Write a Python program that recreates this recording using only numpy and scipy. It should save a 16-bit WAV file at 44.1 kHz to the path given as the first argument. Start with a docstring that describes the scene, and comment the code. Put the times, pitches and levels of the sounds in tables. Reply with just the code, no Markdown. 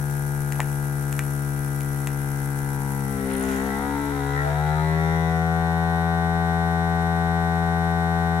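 """In a kitchen, close up, a countertop vacuum sealer draws the air out of a plastic bag.
Its piston pump hums, slaps its valves and puffs air once a turn; the film crackles as it collapses.
As the bag pulls tight the motor sags, the valves clatter and the last air fizzes through the film.
Then the pump races in the thinning air and settles into a harder buzz against the vacuum."""
import sys
import numpy as np
from scipy import signal
from scipy.fft import rfft, irfft
from scipy.io import wavfile

SR = 44100
rng = np.random.default_rng(int(sys.argv[2]) if len(sys.argv) > 2 else 0)


def transcribe(u):
    """Save the signal u as a 16-bit wav file named by the first command-line argument.

    u: samples, shape (n,) or (channels, n), limited to [-1, 1]; the rate is SR.
    q: integer samples, one column per channel.
    """
    v = np.clip(np.atleast_2d(u).T, -1, 1)
    q = np.round(v * 32767).astype(np.int16)
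    wavfile.write(sys.argv[1], SR, q)


N = 370440
TIME = np.arange(N) / SR

# where escaping air sits in the stereo image: (frequency [Hz], left minus right [dB])
AIR_BALANCE = [(2500, -20.5), (5000, 6), (7000, 25), (8200, 8.5), (9500, 2.5), (11500, -1.5), (14500, 4),
               (15600, -45.5)]


def amp(db):
    """Decibels to gain."""
    return 10 ** (np.asarray(db) / 20)


def unit(x):
    """Scales to rms 1."""
    return x / np.sqrt(np.mean(x ** 2) + 1e-20)


def follow(curve):
    """A (time, value) curve at every sample."""
    return np.interp(TIME, *np.transpose(curve))


def read(points, hz):
    """A (frequency, value) curve, interpolated on a log-frequency axis."""
    f, value = np.transpose(points)
    return np.interp(np.log(hz + 1), np.log(f + 1), value)


def pan(db):
    """Left and right gains for a level difference."""
    return amp(np.array([[.5], [-.5]]) * db)


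def colour(x, eq, tilt=((1, 0), (SR, 0))):
    """Shapes a sound with an EQ and a left-right tilt, both (frequency [Hz], level [dB]), at rms 1."""
    hz = np.fft.rfftfreq(x.shape[-1], 1 / SR)
    return unit(irfft(rfft(x) * amp(read(eq, hz)) * pan(read(tilt, hz)), x.shape[-1]))


def pair(size, alike):
    """Stereo white noise, its channels correlated by `alike`."""
    a, b = rng.standard_normal((2, size))
    return np.array([a, alike * a + np.sqrt(1 - alike ** 2) * b])


def wander(hz):
    """Random drift up to about the given rate, at rms 1."""
    lowpass = np.exp(-(np.fft.rfftfreq(N, 1 / SR) / hz) ** 2)
    return unit(irfft(rfft(rng.standard_normal(N)) * lowpass, N))


def swell(peak_s, rise, fall, hold=0):
    """An envelope that climbs to 1, holds for some seconds and dies away; slopes in dB per s."""
    return amp(-np.maximum(np.maximum(rise * (peak_s - TIME), fall * (TIME - peak_s - hold)), 0))


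def ring(eq, t60, alike, size=2048):
    """A dense cluster of short modes: a noise burst, flattened, delayed by size / 8 and given an EQ."""
    burst = rfft(pair(size, alike) * amp(-60 * np.arange(size) / SR / t60))
    flat = irfft(burst / (abs(burst) + 1e-9))
    return colour(np.roll(flat, size // 8, axis=1), eq)


def shaft():
    """Turns made so far: the motor sags as the bag closes, stumbles once, then races as the air thins."""
    # motor speed: (time [s], speed [turns/s])
    speed = [(0, 71.44), (1.8, 70.39), (2.7, 69.62), (2.98, 68.75), (3.25, 66.35), (3.42, 65.78),
             (3.6, 66.44), (3.8, 68.59), (4.04, 71.5), (4.23, 69.6), (4.35, 70.39), (4.77, 77.5),
             (4.98, 80.14), (5.15, 81.55), (5.35, 82.39), (5.7, 83.3), (6.3, 83.91), (8.4, 84.0)]
    return np.cumsum(follow(speed)) / SR + .0004 * wander(hz=25) + .0015 * wander(hz=3)


def load():
    """Vacuum, air flow and strain, each 0-1: strain peaks when the pump pulls hard yet still moves air."""
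    # slight while the bag is slack, then building to the pump's limit: (time [s], vacuum [0-1])
    pull = [(0, 0.03), (2.6, 0.05), (3.05, 0.06), (3.3, 0.25), (3.7, 0.41), (4.0, 0.53), (4.35, 0.78),
            (4.65, 0.87), (5.0, 0.93), (5.3, 0.94), (5.6, 0.96), (6.2, 0.97)]
    vacuum = follow(pull)
    air_left = 1 - vacuum
    strain = (vacuum + 0.019) ** 0.838 * air_left ** 0.299
    return vacuum, air_left ** 0.71, strain / strain.max()


def hum(turns, vacuum):
    """The piston's two pushes a turn slide past each other with the vacuum; six orders swell and fade."""
    # piston tone at four loads: (shaft order, free [dB], bag closing [dB], nearly empty [dB], full [dB])
    orders = [(1, -41.5, -35, -23.5, -24), (2, -17, -45, -25.5, -28.5), (3, -44.5, -34.5, -47.5, -40.5),
              (4, -46, -21, -44, -42), (5, -39.5, -52, -37, -40.5), (6, -47, -34.5, -41.5, -39)]
    stage_vacuums = [0, 0.33, 0.92, 1]
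    skip_s, second_push = 2.793, 0.53
    polarity = np.clip((skip_s - TIME) / .002, -1, 1)  # a brief skip in the hum, like a splice
    lag_turns = 0.737 - 0.3225 * vacuum
    stroke = np.zeros(N)
    for k, (_, *stages_db) in enumerate(orders, 1):
        level = amp(np.interp(vacuum, stage_vacuums, stages_db))
        pushes = abs(1 + second_push * np.exp(-2j * np.pi * k * lag_turns))
        partial = np.cos(2 * np.pi * k * turns - np.pi * k * k / 6)
        stroke -= polarity ** (k % 2) * level * pushes * partial
    throb = 1 + 0.0093 * np.sin(2 * np.pi * turns / 5) + 0.0063 * wander(hz=24)
    return np.sqrt(2) * stroke * throb * pan(6.73) * amp(-1.5)


def knocks(turns, orders, gap_turns, second, smear_rad):
    """Two knocks a turn, smeared by the housing: a wavetable of the orders above the hum."""
    # stereo phase of the buzz: (frequency [Hz], left channel's lead [rad])
    lead = [(50, -9.5), (800, 0.46), (1100, 1.3), (1400, -1.33), (1600, -3), (2100, -2.5)]
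    nominal_turns_per_s = 80
    k, left_db, right_db = np.transpose(orders)
    k = np.round(k).astype(int)
    phase = np.angle(1 + second * np.exp(-2j * np.pi * k * gap_turns))
    phase += smear_rad * rng.standard_normal(len(k))
    spectrum = np.zeros((2, 513), complex)
    spectrum[0, k] = amp(left_db) * np.exp(1j * phase)
    spectrum[1, k] = amp(right_db) * np.exp(1j * (phase - read(lead, k * nominal_turns_per_s)))
    cycle = irfft(spectrum, norm="forward") / 2
    grid = np.linspace(0, 1, cycle.shape[1], endpoint=False)
    tone = np.array([np.interp(turns, grid, side, period=1) for side in cycle])
    return tone * (1 + 0.024 * wander(hz=40))


def buzz(turns, strain, working, settled):
    """The housing's light buzz ducks under strain and crossfades to a hard one near full vacuum."""
    # buzz while air flows freely: (shaft order, left level [dB], right level [dB])
    free_orders = [(7, -39.5, -45), (9, -44.5, -56), (10, -51.5, -48.5), (11, -41.5, -45.5),
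                   (12, -41, -44.5), (13, -43.5, -51), (14, -49, -53.0), (16, -50, -84), (17, -46, -87),
                   (18, -46, -65), (19, -61, -51), (20, -38, -55), (21, -45.5, -48), (22, -39.5, -53),
                   (23, -41.5, -74), (24, -46.5, -53), (25, -51.5, -65), (28, -53, -49.5), (29, -62, -56.5)]
    # buzz under vacuum: (shaft order, left level [dB], right level [dB])
    tight_orders = [(7, -37.5, -51.5), (8, -35.0, -35.5), (9, -25.5, -29.5), (10, -30, -35.0),
                    (11, -46.5, -44.5), (12, -34, -75), (13, -39, -44), (14, -34, -48.5), (15, -48, -52),
                    (16, -50, -52.5), (17, -36, -76), (18, -31, -34), (19, -38, -74), (20, -55.5, -45),
                    (21, -44.5, -40.0), (22, -70, -37.5), (23, -37, -46.5), (24, -41, -46),
                    (25, -49.5, -45), (26, -46.5, -53), (27, -67, -61.5), (28, -64, -61), (29, -57, -54),
                    (30, -60, -60), (31, -64.5, -73), (32, -83, -73.5), (33, -63, -90), (36, -65.5, -53),
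                    (41, -54, -87), (42, -63, -63), (43, -60, -59), (44, -59.5, -65), (45, -48.5, -47.5),
                    (46, -78, -56), (47, -54, -88), (49, -77, -74), (51, -57, -62)]
    light = knocks(turns, free_orders, gap_turns=0.45, second=0.45, smear_rad=0.76)
    hard = knocks(turns, tight_orders, gap_turns=0.205, second=0.51, smear_rad=0.54)
    return amp(-0.5) * (light * working * amp(-6.5 * strain) + hard * settled)


def valves(turns, vacuum, strain):
    """Inlet and outlet valves slap once a turn each; load shifts their timing, so overtones come and go."""
    # the housing's low answer to a slap: (frequency [Hz], level [dB])
    groan_eq = [(250, -46), (400, 1), (500, 9), (620, -0.5), (750, 10), (900, 10), (1020, 3), (1150, -4),
                (1400, -27)]
    # its midrange answer: (frequency [Hz], level [dB])
    rasp_eq = [(900, -41), (1100, -13), (1250, 6.5), (1400, 7.5), (1700, 4), (1950, 6), (2150, -5.5),
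               (2400, -20), (3000, -17), (3700, -11.5), (4600, -39)]
    # its high answer: (frequency [Hz], level [dB])
    tick_eq = [(1900, -40), (2300, 8.5), (3100, -9.5), (3600, -8.5), (4200, 0.5), (5000, -4.5), (5800, 6),
               (6500, -7.5), (8000, 2.5), (9500, -6), (11200, -9), (12500, -30), (14000, -26), (14600, -34)]
    # a rebounding valve's thin squeal under a hard pull: (frequency [Hz], level [dB])
    squeal_eq = [(1900, -17), (2350, 10), (2700, -17), (3100, -20.5), (3700, 5.5), (4150, -1), (4700, -9),
                 (5800, -7), (6800, -5), (7800, -1), (10000, -18)]

    def slap(lag_turns):
        offset = (turns - lag_turns + .5) % 1 - .5
        return np.sinc(380 * offset) * (1 + .04 * wander(hz=40))

    def strike(blows, eq, t60, alike):
        return unit(signal.oaconvolve(blows[None], ring(eq, t60, alike), axes=1)[:, :N])

    slaps = slap(0) + 0.82 * slap(0.46 - strain * (0.196 + 0.022 * wander(hz=5.7)))
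    bounce = slap(0) + 0.43 * slap(0.17 - 0.0856 * vacuum)  # the rebound comes sooner as vacuum builds
    groan = strike(slaps, groan_eq, t60=0.074, alike=0.86) * amp(-34.5) * strain ** 1.33
    rasp = strike(slaps, rasp_eq, t60=0.042, alike=0.014) * amp(-36.5) * strain ** 0.99
    tick = strike(slaps, tick_eq, t60=0.032, alike=0.02) * amp(-53) * (vacuum + 0.015) ** 0.11
    squeal = strike(bounce, squeal_eq, t60=0.0093, alike=0.077) * amp(-49.5)
    squeal *= strain ** 1.03 * vacuum ** 0.52
    return groan * pan(5.7) + (rasp + squeal) * pan(3) + tick * pan(9.2)


def tone_swells(x, size=2048):
    """Timed EQ swells and dips in the pump's tone, some gliding in frequency."""
    # EQ bells: (time [s], half length [s], centre [Hz], glide [Hz/s], gain [dB])
    bells = [(0, 1, 282, -2, -6), (1.597, 0.6, 875, 0, -4), (2.7, 0.88, 2020, 0, 6.5),
             (2.88, 0.26, 1000, 3, 10.5), (3.05, 0.27, 208, 4, 8.5), (3.49, 0.14, 730, 0, 6.5),
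             (3.547, 0.25, 1530, 597, 2.5), (3.523, 0.54, 506, 6, 10.5), (3.7, 0.27, 1160, 391, 5),
             (3.7, 0.22, 1910, 902, 5), (3.75, 0.16, 201, -4, 6), (3.752, 0.11, 280, 0, -7),
             (3.9, 0.15, 874, 400, 7.5), (4.155, 0.29, 535, -7, -8.5), (4.39, 0.046, 1860, 0, 11),
             (4.421, 0.13, 1360, 0, 4), (4.468, 0.058, 705, -4, 16.5), (4.512, 0.04, 510, 0, 6.5),
             (4.606, 0.16, 315, -2, -23), (4.572, 0.22, 1640, -1300, 3), (4.65, 0.15, 613, 1.5, 7),
             (4.672, 0.093, 740, -4, 8), (4.77, 0.068, 1270, 0, 7), (4.836, 0.11, 860, 0, 8),
             (4.853, 0.17, 4030, 900, 6), (4.952, 0.23, 2250, 600, 6), (4.996, 0.18, 393, 0, 2.5),
             (5.15, 0.4, 1980, 397, 6.5), (5.2, 0.25, 5800, 0, 4), (5.243, 0.098, 3630, 0, 4)]
    half_width, overlap = 0.11, size * 3 // 4  # width as a share of the centre frequency
    hz, t, spectra = signal.stft(x, SR, nperseg=size, noverlap=overlap)
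    eq_db = np.zeros(spectra.shape[1:])
    for s, span, centre, glide, db in bells:
        near = abs(t - s) < 3 * span
        since = t[near] - s
        detune = (hz[:, None] - centre - glide * since) / (centre * half_width)
        eq_db[:, near] += db * np.exp(-detune ** 2 - (since / span) ** 2)
    return signal.istft(spectra * amp(eq_db), SR, nperseg=size, noverlap=overlap)[1][:, :N]


def motor_rush(turns, flow, strain):
    """Soft motor noise inside the housing, pulsing once a turn and fuller under load."""
    # the motor running free: (frequency [Hz], level [dB])
    free_eq = [(20, -33), (70, -3), (150, 6), (300, 0), (450, 3), (570, -12), (800, 1), (1100, -25),
               (1500, 2.5), (1950, -9), (2300, -13), (3500, -26), (6000, -41)]
    # the motor under load: (frequency [Hz], level [dB])
    loaded_eq = [(20, -20), (42, -22), (70, -4), (150, 4.5), (280, -2.5), (400, -3), (560, -8), (780, -1.5),
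                 (1100, -8), (1500, -6), (1950, -5.5), (2300, -18), (3500, -14.5), (6000, -25)]
    free = colour(pair(N, 0.2), free_eq) * amp(-52) * flow
    loaded = colour(pair(N, 0.11), loaded_eq) * amp(-46) * strain ** 0.42
    return (free + loaded) * (1 + 0.17 * np.cos(2 * np.pi * turns)) * pan(7.4)


def flutter(flow):
    """A low flutter, stronger while air flows, that swells as the film is drawn shut."""
    bed_eq = [(12, -6), (40, 3), (70, -7), (110, -8), (160, -12), (400, -54), (2000, -107)]
    flap_eq = [(20, -16), (50, -5), (90, 9), (160, -18), (400, -46), (2000, -107)]
    bed = colour(pair(N, .98), bed_eq) * np.hypot(amp(-52.5) * flow, amp(-50.5))
    flap = colour(pair(N, .98), flap_eq) * amp(-42) * swell(3.2, rise=46, fall=13)
    return (bed + flap) * pan(7)


def exhaust(puff, flow):
    """Bright puffs of pumped air thin to a faint leak as the bag empties."""
    # exhaust hiss: (frequency [Hz], level [dB])
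    hiss_eq = [(1500, 6.5), (2600, -0.5), (4000, 1), (5000, 1.5), (5800, 6.5), (7000, -1.5), (7800, 8.5),
               (9900, 17.5), (10600, 13.5), (11600, 21), (12200, 7.5), (13500, 14), (14800, -16),
               (15600, -10.5)]
    slack_db, leak_db = -40, -55.5
    hiss = colour(pair(N, 0.011), hiss_eq, AIR_BALANCE)
    return unit(hiss * puff) * np.hypot(amp(slack_db) * flow, amp(leak_db))


def crackles(size=2048):
    """Each crease flips with a sharp snap and rings the film for a few cycles."""
    # flipping creases: (time [s], level [dB], ring pitch [Hz], ring t60 [s], snap against ring [dB])
    creases = [(.523, -23, 2110, 0.0045, 6), (.556, -26, 2480, 0.004, 0), (0.596, -14.5, 860, 0.017, -40),
               (0.6034, -8.5, 1900, 0.0055, -5), (0.6043, -11.5, 990, 0.01, -10),
               (1.127, -27, 2760, 0.0051, 8), (1.192, -6, 1760, 0.0035, -5), (1.194, -27, 1400, 0.005, 2),
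               (1.808, -32, 2000, 0.005, 11), (2.0722, -16.5, 2780, 0.004, -0.5),
               (2.073, -22, 900, .01, -5)]
    # the snap's attack: (frequency [Hz], level [dB])
    snap_eq = [(400, 0), (1100, 2.5), (2000, 10.5), (3500, -4), (5300, -7), (7600, 7.5), (9200, -1),
               (14000, -5)]
    out, t = np.zeros((2, N)), np.arange(size) / SR
    for s, db, hz, t60, snap_db in creases:
        modes = .75 * np.sin(2 * np.pi * hz * t) + .25 * np.sin(2 * np.pi * hz * 1.19 * t)
        film = modes * amp(-60 * t / t60) * (1 - np.exp(-t / .00016))
        snap = np.roll(ring(snap_eq, t60=.006, alike=.5), -(size // 8), axis=1) * np.exp(-t / .01)
        snap *= amp(snap_db) / abs(snap).max()
        out[:, round(s * SR):][:, :size] -= amp(db) * (film + snap) * pan(4.5)
    return out


def kitchen(x, t60, size=16384):
    """A short diffuse tail from the worktop and walls."""
    t, predelay_s = np.arange(size) / SR, .003
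    wash = colour(pair(size, 1.0), [(300, -36), (2000, -6), (8000, -11), (15000, -62)])
    tail = wash * amp(-60 * t / t60) * (t > predelay_s)
    return signal.oaconvolve(x, tail / np.linalg.norm(tail[0]), axes=1)[:, :N]


def rattle(turns):
    """The valves chatter once a turn in two bouts while the bag pulls tight."""
    # valve chatter: (frequency [Hz], level [dB])
    chatter_eq = [(200, -15), (700, -9), (1400, 4), (2100, 4.5), (3000, 0), (6000, -13), (10000, -36)]
    # crests of the chatter: (time [s], level [dB])
    bouts = [(3.33, -45), (4.45, -54)]
    chatter = colour(pair(N, 0.3), chatter_eq)
    chatter *= amp(1.4 * np.cos(2 * np.pi * turns) + 4.8 * wander(hz=200))
    envelope = sum(amp(db) * swell(s, rise=71, fall=28) for s, db in bouts)
    return unit(chatter) * envelope * pan(6)


def sizzle(puff):
    """The last air squeezes through the closing film in a brief, high, pulsing sizzle."""
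    hiss_eq = [(6000, -33), (8300, -4), (9300, 7), (10500, 1), (11500, -3), (14000, -22)]
    hiss = colour(pair(N, 0.19), hiss_eq)
    return unit(hiss * puff ** 2) * amp(-39.5) * swell(3.34, rise=130, fall=120, hold=0.055)


def fizz(strain):
    """Air seeps along the film, surging with tiny pops of air and juice as the bag closes."""
    # broad fizz and its pops: (frequency [Hz], level [dB])
    fizz_eq = [(1000, 13), (2500, 11.5), (4500, 3.5), (6500, 8.5), (11000, 10), (13500, 8), (15500, -21)]
    surge_s, hold_s, pops_per_s = 3.46, 0.1, 130
    hiss = colour(pair(N, 0.09), fizz_eq, AIR_BALANCE)
    pops = (rng.random(N) < pops_per_s / SR) * amp(2 * np.minimum(rng.exponential(1, N), 4))
    spits = colour(pair(N, 0.37) * pops, fizz_eq) * swell(surge_s, rise=180, fall=33, hold=hold_s)
    grainy = unit(hiss * amp(3.5 * wander(hz=390)))
    surge = swell(surge_s, rise=120, fall=88, hold=hold_s)
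    return grainy * np.hypot(amp(-41) * surge, amp(-55) * strain) + amp(-49) * spits


def scene():
    """Mixes pump, air and bag; only the crackles get room reverb."""
    turns = shaft()
    vacuum, flow, strain = load()
    settled = (vacuum / vacuum[-1]) ** 15.8  # opens only near the pump's limit
    working = np.sqrt(1 - settled ** 2)  # the other side of an equal-power crossfade
    buzzing = buzz(turns, strain, working, settled)
    film = crackles()
    pump = tone_swells(hum(turns, vacuum) + buzzing + valves(turns, vacuum, strain * working ** .6))
    pump += rattle(turns) + motor_rush(turns, flow, strain) + flutter(flow)
    puff = amp(2.56 * np.cos(2 * np.pi * turns) + 1.4 * wander(hz=117))  # one ragged pulse a turn
    air = exhaust(puff, flow) + sizzle(puff) + fizz(strain)
    return pump + air + film + amp(-14) * kitchen(film, t60=0.17)


def record(dry):
    """A steep low-pass trims the very top of the treble."""
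    cutoff_hz = 15850
    lowpass = signal.firwin(511, cutoff_hz, window=("kaiser", 9), fs=SR)
    return signal.oaconvolve(dry, lowpass[None], "same")


dry = scene()
out = record(dry)
transcribe(out)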